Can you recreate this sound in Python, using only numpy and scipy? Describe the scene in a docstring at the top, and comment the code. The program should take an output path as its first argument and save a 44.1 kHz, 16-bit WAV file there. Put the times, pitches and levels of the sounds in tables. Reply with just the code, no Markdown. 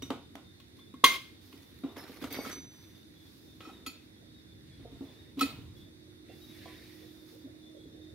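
"""A tyre is levered onto a cast alloy wheel on a concrete floor under a roof, a metre or two away.
Steel levers clink on the rim and the hollow tyre thuds: each blow is decaying sine modes plus a noise crack.
Rubber and steel drag and rub as shaped noise; scrapes drive resonances with random slips.
Behind: a reverberant room, far traffic as swelling noise, machine tones with a whirr, far chirps as fuzzy tones."""
import sys
import numpy as np
from scipy import signal
from scipy.fft import rfft, irfft
from scipy.io import wavfile
from scipy.ndimage import uniform_filter1d

SR = 44100
rng = np.random.default_rng(int(sys.argv[2]) if len(sys.argv) > 2 else 0)


def unload_wav(signal):
    """Save mono or channel-first audio to the path in sys.argv[1] as 16-bit WAV at rate SR, clipped to [-1, 1]."""
    wavfile.write(
        sys.argv[1],
        SR,
        np.round(np.clip(np.atleast_2d(signal).T, -1, 1) * 32767).astype(np.int16),
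    )


N = 358974

# Blows, by thing struck: start_s, level_db (ringing peak), tilt_db_per_octave, ring_factor (scales t60),
# rise_ms (contact), crack_db (relative to ringing)
LEVER_BLOWS = [(.6, -53, 3.5, 1.4, 1, -0.5), (.789, -52, 1, 0.75, 3.4, -7.5),
               (.941, -48, -8, 2.2, 0.78, -14.5), (1.039, -2.5, 2, 1.08, 3.6, -8),
               (1.059, -20.5, 5.5, 0.37, 3, 0), (1.526, -50, 0, .4, 1.8, -0.5),
               (5.391, -33.5, 3.5, 1.1, 3, 0.5)]
RIM_BLOWS = [(2.45, -43, -12, .6, 2.06, -6), (3.604, -45, -2.5, 0.95, 1.9, 0),
             (3.65, -40, -5, 1.4, 3.3, -8), (3.69, -43.5, -11, 0.52, 5.2, -16),
             (3.861, -29, 2, 1.1, 3.6, -7.5), (5.406, -17.5, 1.5, 1.01, 5.8, -8)]
SPANNER_BLOWS = [(2.325, -51, 12, 0.15, 1.2, 22), (2.51, -37, 0.23, 0.86, 3, -15)]
TYRE_BLOWS = [(.022, -36, 8.5, 0.66, 2.8, -1), (.103, -27, 2.5, 0.44, 1.55, 7),
              (.354, -43.5, 4.5, 0.52, 0.31, 7.5), (.938, -38.5, 7, 0.18, 2.3, -9),
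              (1.038, -20.5, 28, 0.46, 0.65, -15), (1.528, -47, 6.5, 1.94, 8.7, -1),
              (1.835, -24.5, 1.5, 0.94, 3.7, -6), (1.967, -43.5, 4, 1.6, 0.46, 4.5),
              (2.094, -41, -17, 0.63, 2.5, -5), (2.216, -35.5, 15, 0.32, 9.1, 6),
              (2.239, -33.5, 5, 0.3, 3.3, 8.5), (2.31, -43, -6, 0.8, 4.5, 12.5),
              (2.33, -38, 7, 0.23, 1.3, -1), (2.371, -36.5, -1, 0.2, 1.3, 5.5),
              (2.386, -30.5, 0.5, 0.29, 4.3, 8), (2.465, -35, 8, 0.44, 3.3, 0),
              (2.57, -42.5, -13, 0.56, 3.3, -4), (3.66, -39, 6.5, 1.35, 10, -2),
              (3.863, -38, 10, 0.65, 2.2, -28), (4.792, -45.5, 4, 1.7, 4.66, -4.5),
              (4.91, -43, 6.5, 1.9, 10.8, -4), (5.006, -34, -5.5, 1.5, 3.6, -1.5),
              (5.366, -29, 6, 1.6, 14, -3), (5.413, -23, 5, 0.94, 6.5, -10.5),
              (5.582, -43.5, 4, 0.77, 4.6, -15), (7.436, -38.5, -5.5, 0.97, 10.6, -16.5),
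              (7.855, -41.5, -15, 0.27, 4.7, -11)]
# Hand on the sidewall; loose tools touching; small steel part: columns as for blows
PAT_BLOWS = [(4.846, -40.5, -0.5, 0.89, 8.5, -3), (6.29, -49, 0.24, 0.64, 10.6, 9),
             (6.655, -45.5, .3, 0.76, 4, 6)]
TOOL_BLOWS = [(.021, -36, 0.3, 2.1, 0.98, -7.5)]
BOLT_BLOWS = [(1.975, -44, 0, 1, 5.5, -20)]
# Ringing modes, by thing struck: mode_hz, relative_db, t60_s (before ring_factor)
LEVER_MODES = [(1090, 6, .04), (1078, -17, .3), (1595, -14, .08), (1955, -15, .11), (2110, -11.5, .4),
               (2150, -16, .05), (2840, -16, .09), (3075, -7, .06), (3180, -15, .08), (3340, -1, .05),
               (3430, -16, .08), (3645, -13, .06), (3900, -12, .07), (4125, -15, .1), (4415, -21, .07),
               (4820, -19, .05), (5680, -22, .05), (6150, -24, .15), (6670, -22, .1), (8940, -25, .14),
               (10200, -29, .07), (11100, -28, .07), (12450, -29, .13), (13970, -31, .07)]
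RIM_MODES = [(770, -14, .1), (1080, -13, .07), (1306, 2, .065), (1350, -10, .08), (1960, -14, .12),
             (2132, -18, .12), (2476, -14, .09), (2514, -6.5, .16), (2555, -12, .14), (3160, -8, .1),
             (3350, -8, .06), (3585, -18, .12), (3925, -10, .15), (4124, -20, .13), (4445, -6, .14),
             (4597, -20, .12), (4780, -20, .14), (5320, -19, .07), (5420, -9, .06), (5540, -15, .1),
             (6708, -18, .08), (6870, -16, .1), (7590, -22, .12), (8360, -24, .1), (9100, -17, .12),
             (10320, -18, .1), (12250, -15, .11), (12700, -16, .08)]
SPANNER_MODES = [(1222, -8, .25), (2210, -12, .3), (3655, -8, .45), (4640, -14, .25), (5300, -16, .25),
                 (5997, 0, 1.1), (6160, -6, .45), (7822, -11, .2), (8791, -16, .35), (10900, -18, .25),
                 (11800, -16, .25), (14140, -18, .3)]
TYRE_MODES = [(230, -11, .15), (276, 4, .14), (325, -5, .07), (385, -7, .06), (460, -13, .09)]
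SIDEWALL_MODES = [(463, -4, 0.11), (524, -2.5, 0.065), (626, -14.5, 0.14), (703, -3.5, 0.049)]
TOOL_MODES = [(1930, -11, .1), (3690, -2, .14), (5370, -12, .09), (5895, -5, .2), (6930, -14, .06),
              (8410, -11, .04), (12010, -16, .12), (14140, -16, .15)]
BOLT_MODES = [(5340, -2.5, 0.32), (6400, -4, .06), (11140, -3, .25), (12000, -5, .14), (12600, -7, .2)]
# Spanner modes while in contact: mode_hz, relative_db
SCRAPED_SPANNER_MODES = [(2210, 3.5), (3640, -3), (4640, 1), (5200, -11), (6000, -2), (8640, -11.5),
                         (10900, -14), (11800, -1.5), (14100, -13)]
# Contact crack spectra: freq_hz, relative_db
METAL_CRACK = [(120, -37), (200, -19.5), (390, -13), (800, -21.5), (1150, -16.5), (1770, -21),
               (2330, -13.5), (3200, -13), (4800, -22.5), (7970, -35), (16000, -32)]
RUBBER_CRACK = [(88, -34), (150, -16), (321, 3), (1360, -11.5), (1760, -27), (1940, -21.5), (3700, -23),
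                (4320, -33.5), (16000, -52)]
# Spanner along the rim; lever chattering on the rim: start_s, length_s, level_db
SPANNER_SCRAPES = [(2.297, 0.29, -55.5)]
RIM_SCRAPES = [(2.44, 0.12, -54), (3.605, 0.14, -62.5)]
# Rubber and steel over rim and concrete; bead over rim; fingers on tread:
# start_s, length_s, level_db, tilt_db_per_octave
DRAGS = [(.76, 0.2, -69, 2), (1.51, 0.69, -66.5, 3), (1.96, 0.14, -46.5, -1.5), (2.06, 0.54, -53.5, 0.5),
         (2.214, 0.066, -42.5, -2.5), (2.3, 0.25, -45, -0.5), (2.44, 0.13, -44, -0.7), (2.5, 0.062, -57, 1),
         (2.7, 0.49, -64.5, 2), (3.6, 0.21, -58.5, -2)]
BEAD_RUBS = [(4.58, 0.35, -63, 0.0066), (4.9, 0.5, -63, 0.0064), (5.72, 0.19, -71.5, 0.02),
             (6.24, 0.13, -61, 0.0066), (6.42, 0.5, -53.5, 0.01), (6.65, 0.51, -60, 0.0083)]
FINGER_SLIDES = [(1.38, 0.23, -60.5, 0.025), (3.1, 0.72, -63.5, 0.0008), (4.93, 0.38, -66, 0.0034),
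                 (5.74, .13, -64.5, 0.0071), (6.2, 1, -59, 0), (6.7, 0.86, -62, 0),
                 (7.24, 0.2, -60, 0.0062)]
# Friction spectra, same order: freq_hz, relative_db
DRAG_SPECTRUM = [(180, -29), (300, 0), (603, -17), (2170, -12), (2610, -18), (4300, -16.5), (4670, -18),
                 (6200, -23.5), (7440, -32.5), (11700, -23), (16000, -28.5)]
BEAD_SPECTRUM = [(410, 8.5), (700, -16), (985, -30), (1870, 7), (3300, -2.5), (3790, 2.5), (7920, -20),
                 (9000, -6), (11700, -42), (19800, -120)]
FINGER_SPECTRUM = [(2500, -5), (5000, 1.5), (8000, -12.5), (11000, -4.5), (14300, -4.5), (16000, -7)]
# Stroke envelopes: swell_share (0-1 of length), end_db (relative to top)
DRAG_SHAPE = (0.033, -10.5)
BEAD_SHAPE = (0.46, -15.5)
FINGER_SHAPE = (0.28, -13.5)
SCRAPE_SHAPE = (0.094, -15)
# Likeness of near sounds at the two microphone ports: freq_hz, likeness (0-1)
PORT_LIKENESS = [(300, 0.91), (1300, 0.92), (2500, 0.36), (8000, 0.26)]
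# Room decay: freq_hz, t60_s
ROOM_DECAY = [(200, .3), (1000, .26), (3000, .36), (8000, .28), (15000, .24)]
# Yard wash spectrum: freq_hz, relative_db
YARD_SPECTRUM = [(24, -43.5), (40, -21), (81, 1), (167, -8.5), (290, -3), (600, -25), (1180, -29.5),
                 (1900, -23.5), (3140, -32.5), (3650, -15.5), (3930, -23), (7730, -37.5), (8770, -32),
                 (14800, -35.5), (16000, -39)]
# Yard left-right likeness: freq_hz, likeness (-1 to 1)
YARD_LIKENESS = [(60, 0.81), (180, 0.92), (550, 0.017), (1650, -0.37), (4970, -0.4), (15000, -0.66)]
# Yard left-right balance: freq_hz, left_over_right_db
YARD_BALANCE = [(60, -1), (180, -2.5), (550, -1), (1650, -4), (4970, -2), (15000, -1.5)]
# Vehicles passing, as bass swells: peak_s, swell_db, half_length_s (to 1/e of swell_db)
TRAFFIC = [(0, 9.5, 0.25), (2.404, 6.5, .25), (4.872, 9, 0.33), (5.61, 14, 0.24), (6.61, 3.5, 0.3),
           (8.14, 5, 0.25)]
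# Far machine, its second tone, far idling engine: time_s, level_db (rms)
MACHINE_LEVEL = [(0, -84), (3, -68.5), (5.5, -66), (6.5, -59.5), (8.14, -56.5)]
UPPER_LEVEL = [(5.5, -72.5), (6.5, -63), (8.14, -65)]
ENGINE_LEVEL = [(0, -65.5), (8.14, -72.5)]
# Clearest far chirps: start_s, level_db, pitch_hz, glide_hz (heard from about -1 to +1 times this about pitch)
CHIRPS = [(.44, -66, 3630, 0), (.767, -62.5, 3500, -20), (1.83, -65, 3790, -20), (2.91, -67, 3590, 30),
          (3.147, -63, 3410, -20), (3.46, -68, 3650, 50), (3.71, -64, 3740, -30), (3.76, -67, 3590, -30),
          (4.3, -66, 3770, 20), (4.47, -68, 3520, -30), (4.7, -68, 3385, 0), (5.045, -64, 3520, 50),
          (5.17, -67, 3700, -40), (5.759, -63, 3425, 30), (5.78, -68, 3630, -30), (6.28, -68, 3470, -10),
          (6.4, -58, 3790, -20), (6.47, -66, 3470, 10), (6.74, -64, 3770, -20), (6.94, -70, 1900, -20),
          (6.96, -68, 3470, 0), (7.613, -64, 3530, 50), (7.76, -67, 3390, -20), (8.0, -65, 3660, -40)]

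METAL_CRACK_T60_S, RUBBER_CRACK_T60_S = 0.045, 0.016
WASH_DB, WASH_T60_S = -18, 0.58  # blur of many small modes: relative to crack; t60 before ring_factor
CHATTER_DB, CHATTER_S = 5.5, 0.012  # loose contact wavers each mode: depth before chatter_share; smoothing
GRIP_S, GRIP_DB = 0.128, -18  # hand closes on the lever this long after a blow and damps it
SLIPS_PER_S, SLIP_SPREAD_DB = 260, 0.5
YARD_DB = -54.5
MACHINE_HZ, UPPER_HZ, ENGINE_HZ = 312, 356, 94.8
WHIRR_HZ, WHIRR_OCTAVES, WHIRR_DB = 486.8, 0.26, -9  # centre; band scale; relative to machine tone
CHIRP_S = 0.16
FAINT_PER_S, FAINT_DB, FAINT_SPREAD_HZ = 1.6, -71.5, 76  # fainter chirps at random
CHORUS_HZ, CHORUS_DB = 3590, -76.5  # more chirps, further off
TOP_CUT_HZ = 15800


def gain_of(db):
    """dB to amplitude factor."""
    return 10 ** (np.asarray(db) / 20)


def evened(x):
    """Scales to rms 1."""
    return x / np.sqrt(np.mean(x ** 2) + 1e-20)


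def read(points, hz):
    """Table values at hz, interpolated over log frequency."""
    freq_hz, value = np.transpose(points)
    return np.interp(np.log(hz + 1), np.log(freq_hz + 1), value)


def level_curve(rows):
    """Level in dB at every sample."""
    time_s, level_db = np.transpose(rows)
    return np.interp(np.arange(N) / SR, time_s, level_db)


def sides(x, pan_db):
    """Sets the left-over-right balance."""
    return x * gain_of([[pan_db / 2], [-pan_db / 2]])


def patches(shape, bins, frames):
    """Random blotches over frequency and time, rms 1."""
    grid = rng.standard_normal(shape[::-1]).T
    return evened(uniform_filter1d(uniform_filter1d(grid, bins, 0), frames, 1))


def partner(first, second, likeness):
    """Mixes two independent signals into one with the given likeness to the first."""
    return likeness * first + np.sqrt(1 - likeness ** 2) * second


def noise(field_db, likeness, size):
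    """Two-channel noise shaped by a frequency x time field in dB."""
    a, b, c, d = rng.standard_normal(field_db.shape[::-1] + (4,)).T
    left = a + 1j * b
    z = np.array([left, partner(left, c + 1j * d, likeness)]) * gain_of(field_db)
    return signal.istft(z, nperseg=size, noverlap=size * 3 // 4)[1][:, :N]


def resonate(x, hz, width_hz):
    """Resonance of gain 1: shifts the curve hz to zero, smooths, shifts back."""
    turn = np.exp(2j * np.pi * np.cumsum(hz) / SR)
    r = np.exp(-np.pi * width_hz / SR)
    return 2 * (turn * signal.lfilter([1 - r], [1, -r], x / turn)).real


def stroke(t, start_s, length_s, level_db, shape):
    """Level in dB of one stroke: a swell, then a fade that quickens."""
    share, end_db = np.clip(shape[0], .02, .9), shape[1]
    u = (t - start_s) / max(length_s, .02)
    swell_db = 20 * np.log10(np.sin(np.pi / 2 * np.clip(u / share, 0, 1)) ** 2 + 1e-6)
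    return level_db + swell_db + end_db * (np.maximum(u - share, 0) / (1 - share)) ** 2


def ringing(t, modes, tilt_db, ring, grip, chatter_share):
    """Decaying sine modes that waver in loose contact; high modes reach the ports out of step."""
    hz, mode_db, t60_s = np.transpose(modes)[:, :, None]
    level_db = mode_db + tilt_db * np.log2(hz / 1000) - 60 * t / (t60_s * ring)
    waver = patches((len(hz), SR // 100), 1, round(CHATTER_S * SR / 100)).repeat(100, axis=1)
    waver_db = chatter_share * CHATTER_DB * uniform_filter1d(waver, size=100, axis=1)
    fade = gain_of(level_db) * gain_of(waver_db) * grip
    phase = 2 * np.pi * (hz * t + rng.random(hz.shape))
    apart = np.arccos(np.clip(read(PORT_LIKENESS, hz), 0, 1))
    return np.array([(fade * np.sin(phase)).sum(0), (fade * np.sin(phase + apart)).sum(0)])


def contact_noise(crack, tilt_db, thicket_db):
    """Crack-coloured noise with random spectral peaks: a thicket of small modes."""
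    hz = np.fft.rfftfreq(SR, 1 / SR)
    colour = gain_of(read(crack, hz) + tilt_db * np.log2((hz + 50) / 1000))
    peaks = gain_of(thicket_db * patches((1, len(hz)), 1, 40)[0])
    a, b = rfft(rng.standard_normal((2, SR))) * colour * peaks
    likeness = np.clip(read(PORT_LIKENESS, hz), 0, 1)
    return evened(irfft([a, partner(a, b, likeness)]))


def blows(events, modes, crack, crack_t60_s, pan_db, thicket_db=5.0, chatter_share=1, grip_db=0, grip_s=GRIP_S):
    """Each blow rings the modes and adds a short crack with a longer wash."""
    out, t = np.zeros((2, N + SR)), np.arange(SR) / SR
    grip = gain_of(grip_db * np.clip((t - grip_s) / .012, 0, 1))
    for start_s, level_db, tilt_db, ring_factor, rise_ms, crack_db in events:
        ring = max(ring_factor, .05)
        rise = 1 - np.exp(-(t * 1000 / max(rise_ms, .1)) ** 2)
        hit = ringing(t, modes, tilt_db, ring, grip, chatter_share) * rise
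        hit /= abs(hit).max()
        crack_fade = gain_of(-60 * t / crack_t60_s)
        wash_fade = np.sqrt(grip) * gain_of(WASH_DB - 60 * t / (WASH_T60_S * ring))
        burst = contact_noise(crack, tilt_db, thicket_db)
        hit += gain_of(crack_db) * (crack_fade + wash_fade) * burst * rise
        out[:, round(start_s * SR):][:, :SR] += gain_of(level_db) * sides(hit, pan_db)
    return out[:, :N]


def metal_blows(events, modes, pan_db, **settings):
    """Blows with the hard crack of metal contact."""
    return blows(events, modes, METAL_CRACK, METAL_CRACK_T60_S, pan_db, **settings)


def rubber_blows(events, modes, pan_db, **settings):
    """Blows with the short low crack of rubber contact."""
    return blows(events, modes, RUBBER_CRACK, RUBBER_CRACK_T60_S, pan_db, **settings)


def scraping(strokes, modes, width_hz):
    """Uneven slips keep contact-damped modes alive; each slip favours other modes."""
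    out = np.zeros((2, N))
    for start_s, length_s, level_db in strokes:
        t = np.arange(start_s, start_s + 1.2 * length_s, 1 / SR)
        when, size = rng.random((len(t), 2)).T
        slips = (when < SLIPS_PER_S / SR) * gain_of(-SLIP_SPREAD_DB * np.log(size + 0.018))
        sung = np.zeros((2, len(t)))
        for hz, mode_db, *_ in modes:
            share, grit = rng.standard_normal(len(t)), rng.standard_normal((2, len(t)))
            drive = slips * share + 0.1 * grit
            sung += gain_of(mode_db) * evened(resonate(drive, np.full(len(t), hz), width_hz))
        envelope = gain_of(stroke(t, start_s, length_s, level_db, SCRAPE_SHAPE))
        out[:, round(start_s * SR):][:, :len(t)] += envelope * sung
    return out


def wheel_and_tools():
    """Rim, levers, spanner and small steel parts ring when struck or scraped."""
    metal = metal_blows(RIM_BLOWS, RIM_MODES, -1.1, chatter_share=0.87)
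    metal += metal_blows(LEVER_BLOWS, LEVER_MODES, -.7, chatter_share=0.52, grip_db=GRIP_DB)
    metal += metal_blows(SPANNER_BLOWS, SPANNER_MODES, -1.3, chatter_share=0)
    metal += scraping(SPANNER_SCRAPES, SCRAPED_SPANNER_MODES, 27)
    metal += scraping(RIM_SCRAPES, RIM_MODES, 34)
    metal += metal_blows(TOOL_BLOWS, TOOL_MODES, -2.5, grip_db=-13, grip_s=0.074)  # stopped by next thud
    return metal + metal_blows(BOLT_BLOWS, BOLT_MODES, -2.3)


def tyre_thuds():
    """The hollow tyre booms in a few low modes; hand pats ring the sidewall."""
    thuds = rubber_blows(TYRE_BLOWS, TYRE_MODES, -0.79, thicket_db=2.0, chatter_share=0.81)
    return thuds + rubber_blows(PAT_BLOWS, SIDEWALL_MODES, -2.2, thicket_db=14.0)


def rubbing(strokes, shape, spectrum, lumpy_db, patchy_db):
    """Friction noise in strokes; random slips lift all bands at once."""
    hz, t = np.fft.rfftfreq(256, 1 / SR), np.arange(N // 64 + 5) * 64 / SR
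    colour_db = read(spectrum, hz)[:, None]
    colour_db = colour_db - 10 * np.log10(np.sum(gain_of(2 * colour_db)))
    octaves = np.log2((hz[:, None] + 50) / 1500)
    power = 0
    for start_s, length_s, level_db, tilt_db in strokes:
        envelope_db = stroke(t, start_s, length_s, level_db, shape)
        power = power + gain_of(2 * envelope_db) * gain_of(2 * tilt_db * octaves)
    field_db = colour_db + 10 * np.log10(power + 1e-20)
    bursts = np.minimum(rng.exponential(1, len(t)), 3) ** 2 - 2
    field_db = field_db + lumpy_db * uniform_filter1d(bursts, size=3) / 3
    field_db = field_db + patchy_db * patches(field_db.shape, 4, 12)
    likeness = np.clip(read(PORT_LIKENESS, hz), 0, 1)[:, None]
    return sides(noise(field_db, likeness, 256), -2.5)


def friction():
    """Drags, the bead rubbing over the rim, fingers sliding on the tread."""
    rubs = rubbing(DRAGS, DRAG_SHAPE, DRAG_SPECTRUM, 4.2, 3.1)
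    rubs += rubbing(BEAD_RUBS, BEAD_SHAPE, BEAD_SPECTRUM, 0.33, 2.7)
    return rubs + rubbing(FINGER_SLIDES, FINGER_SHAPE, FINGER_SPECTRUM, 0.58, 0.49)


def room(x):
    """Random-sign taps, one in every 20 samples; each band dies at its own speed."""
    taps = np.zeros((2, SR // 2))
    at = np.arange(300, SR // 2 - 20, 20) + rng.integers(0, 20, (2, (SR // 2 - 301) // 20))
    np.put_along_axis(taps, at, rng.choice([-1., 1.], at.shape), 1)
    hz, t, z = signal.stft(taps, SR, nperseg=256)
    # bass reaches both ports alike
    likeness = np.clip(read([(300, 1.0), (2000, 0.13), (8000, 0.42)], hz), 0, 1)[:, None]
    z[1] = partner(z[0], z[1], likeness)
    fade = gain_of(-60 * t / read(ROOM_DECAY, hz)[:, None])
    tail = signal.istft(z * fade, SR, nperseg=256)[1]
    return signal.fftconvolve(x, tail / np.linalg.norm(tail[0]), axes=1)[:, :N]


def yard():
    """Steady outdoor wash with drifting patches; traffic swells the bass."""
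    hz, t = np.fft.rfftfreq(1024, 1 / SR), np.arange(N // 256 + 5) * 256 / SR
    swell_db = sum(db * np.exp(-((t - peak_s) / half_s) ** 2) for peak_s, db, half_s in TRAFFIC)
    bass = 1 / (1 + (hz[:, None] / 170) ** 4)
    field_db = read(YARD_SPECTRUM, hz)[:, None] + bass * (swell_db - 3.5)
    field_db = field_db + 1.2 * patches(field_db.shape, 10, 14)
    wash = noise(field_db, np.clip(read(YARD_LIKENESS, hz), -1, 1)[:, None], 1024)
    balance = gain_of(read(YARD_BALANCE, np.fft.rfftfreq(N, 1 / SR)) / 2)
    return gain_of(YARD_DB) * evened(irfft(rfft(wash) * [balance, 1 / balance], N))


def hum(hz, rows):
    """A steady-pitched tone that wavers a little in level; late starters fade in over 0.2 s."""
    t, first_s = np.arange(N) / SR, rows[0][0]
    waver = 1 + 0.18 * evened(uniform_filter1d(rng.standard_normal(N), 3000))
    begun = np.clip((t - first_s) / 0.2 + (first_s < .1), 0, 1)
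    tone = np.sqrt(2) * np.sin(2 * np.pi * hz * t)
    return sides(gain_of(level_curve(rows)) * waver * begun * tone, -7.5)


def whirr():
    """A soft noise band that follows the machine tone's level curve."""
    hz = np.fft.rfftfreq(1024, 1 / SR)[:, None]
    band_db = -3 * (np.log2((hz + 1) / WHIRR_HZ) / WHIRR_OCTAVES) ** 2
    field_db = band_db + 6.3 * patches((513, N // 256 + 5), 3, 10)
    band = evened(noise(field_db, 0.21, 1024))
    return gain_of(level_curve(MACHINE_LEVEL) + WHIRR_DB) * sides(band, -5.0)


def far_machines():
    """An idling engine's drone and a machine's two tones with its whirr."""
    tones = hum(ENGINE_HZ, ENGINE_LEVEL) + hum(MACHINE_HZ, MACHINE_LEVEL) + hum(UPPER_HZ, UPPER_LEVEL)
    return tones + whirr()


def chirping():
    """Each chirp is narrow noise on a gliding pitch; a blotchy band holds the far chorus."""
    out = np.zeros((2, N + SR))
    n, end_s = round(CHIRP_S * SR), N / SR
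    when, loud = rng.random((round(FAINT_PER_S * end_s), 2)).T
    faint_hz = CHORUS_HZ + FAINT_SPREAD_HZ * rng.standard_normal(len(when))
    faint = zip(when * end_s, FAINT_DB + 6 * (loud - .5), faint_hz, 0 * when)
    envelope = np.sin(np.pi * np.linspace(0, 1, n) ** 0.54)
    for start_s, level_db, pitch_hz, glide_hz in [*CHIRPS, *faint]:
        glide = pitch_hz + glide_hz * np.linspace(-1.6, 1, n + 2000)
        fuzz = resonate(rng.standard_normal(n + 2000), glide, 12)[2000:]  # drop the resonator's build-up
        chirp = sides(evened(fuzz) * envelope, 3)
        out[:, round(start_s * SR):][:, :n] += gain_of(level_db) * chirp
    hz = np.fft.rfftfreq(1024, 1 / SR)[:, None]
    field_db = -3 * ((hz - CHORUS_HZ) / 130) ** 2 + 9.1 * patches((513, N // 256 + 5), 2, 16)
    return out[:, :N] + gain_of(CHORUS_DB) * evened(noise(field_db, 0.23, 1024))


def scene():
    """Struck things in the room, rubbing, and the yard behind."""
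    metal, tyre = wheel_and_tools(), tyre_thuds()
    wet = gain_of(-10) * room(metal) + gain_of(-8) * room(tyre)
    return metal + tyre + wet + friction() + yard() + far_machines() + chirping()


def record(dry):
    """The recorder cuts the deep bass and the top."""
    dry = signal.sosfilt(signal.butter(4, 58, "high", fs=SR, output="sos"), dry)
    top_cut = signal.firwin(511, TOP_CUT_HZ, window=("kaiser", 9), fs=SR)
    return signal.oaconvolve(dry, top_cut[None], "same")


dry = scene()
out = record(dry)
unload_wav(out)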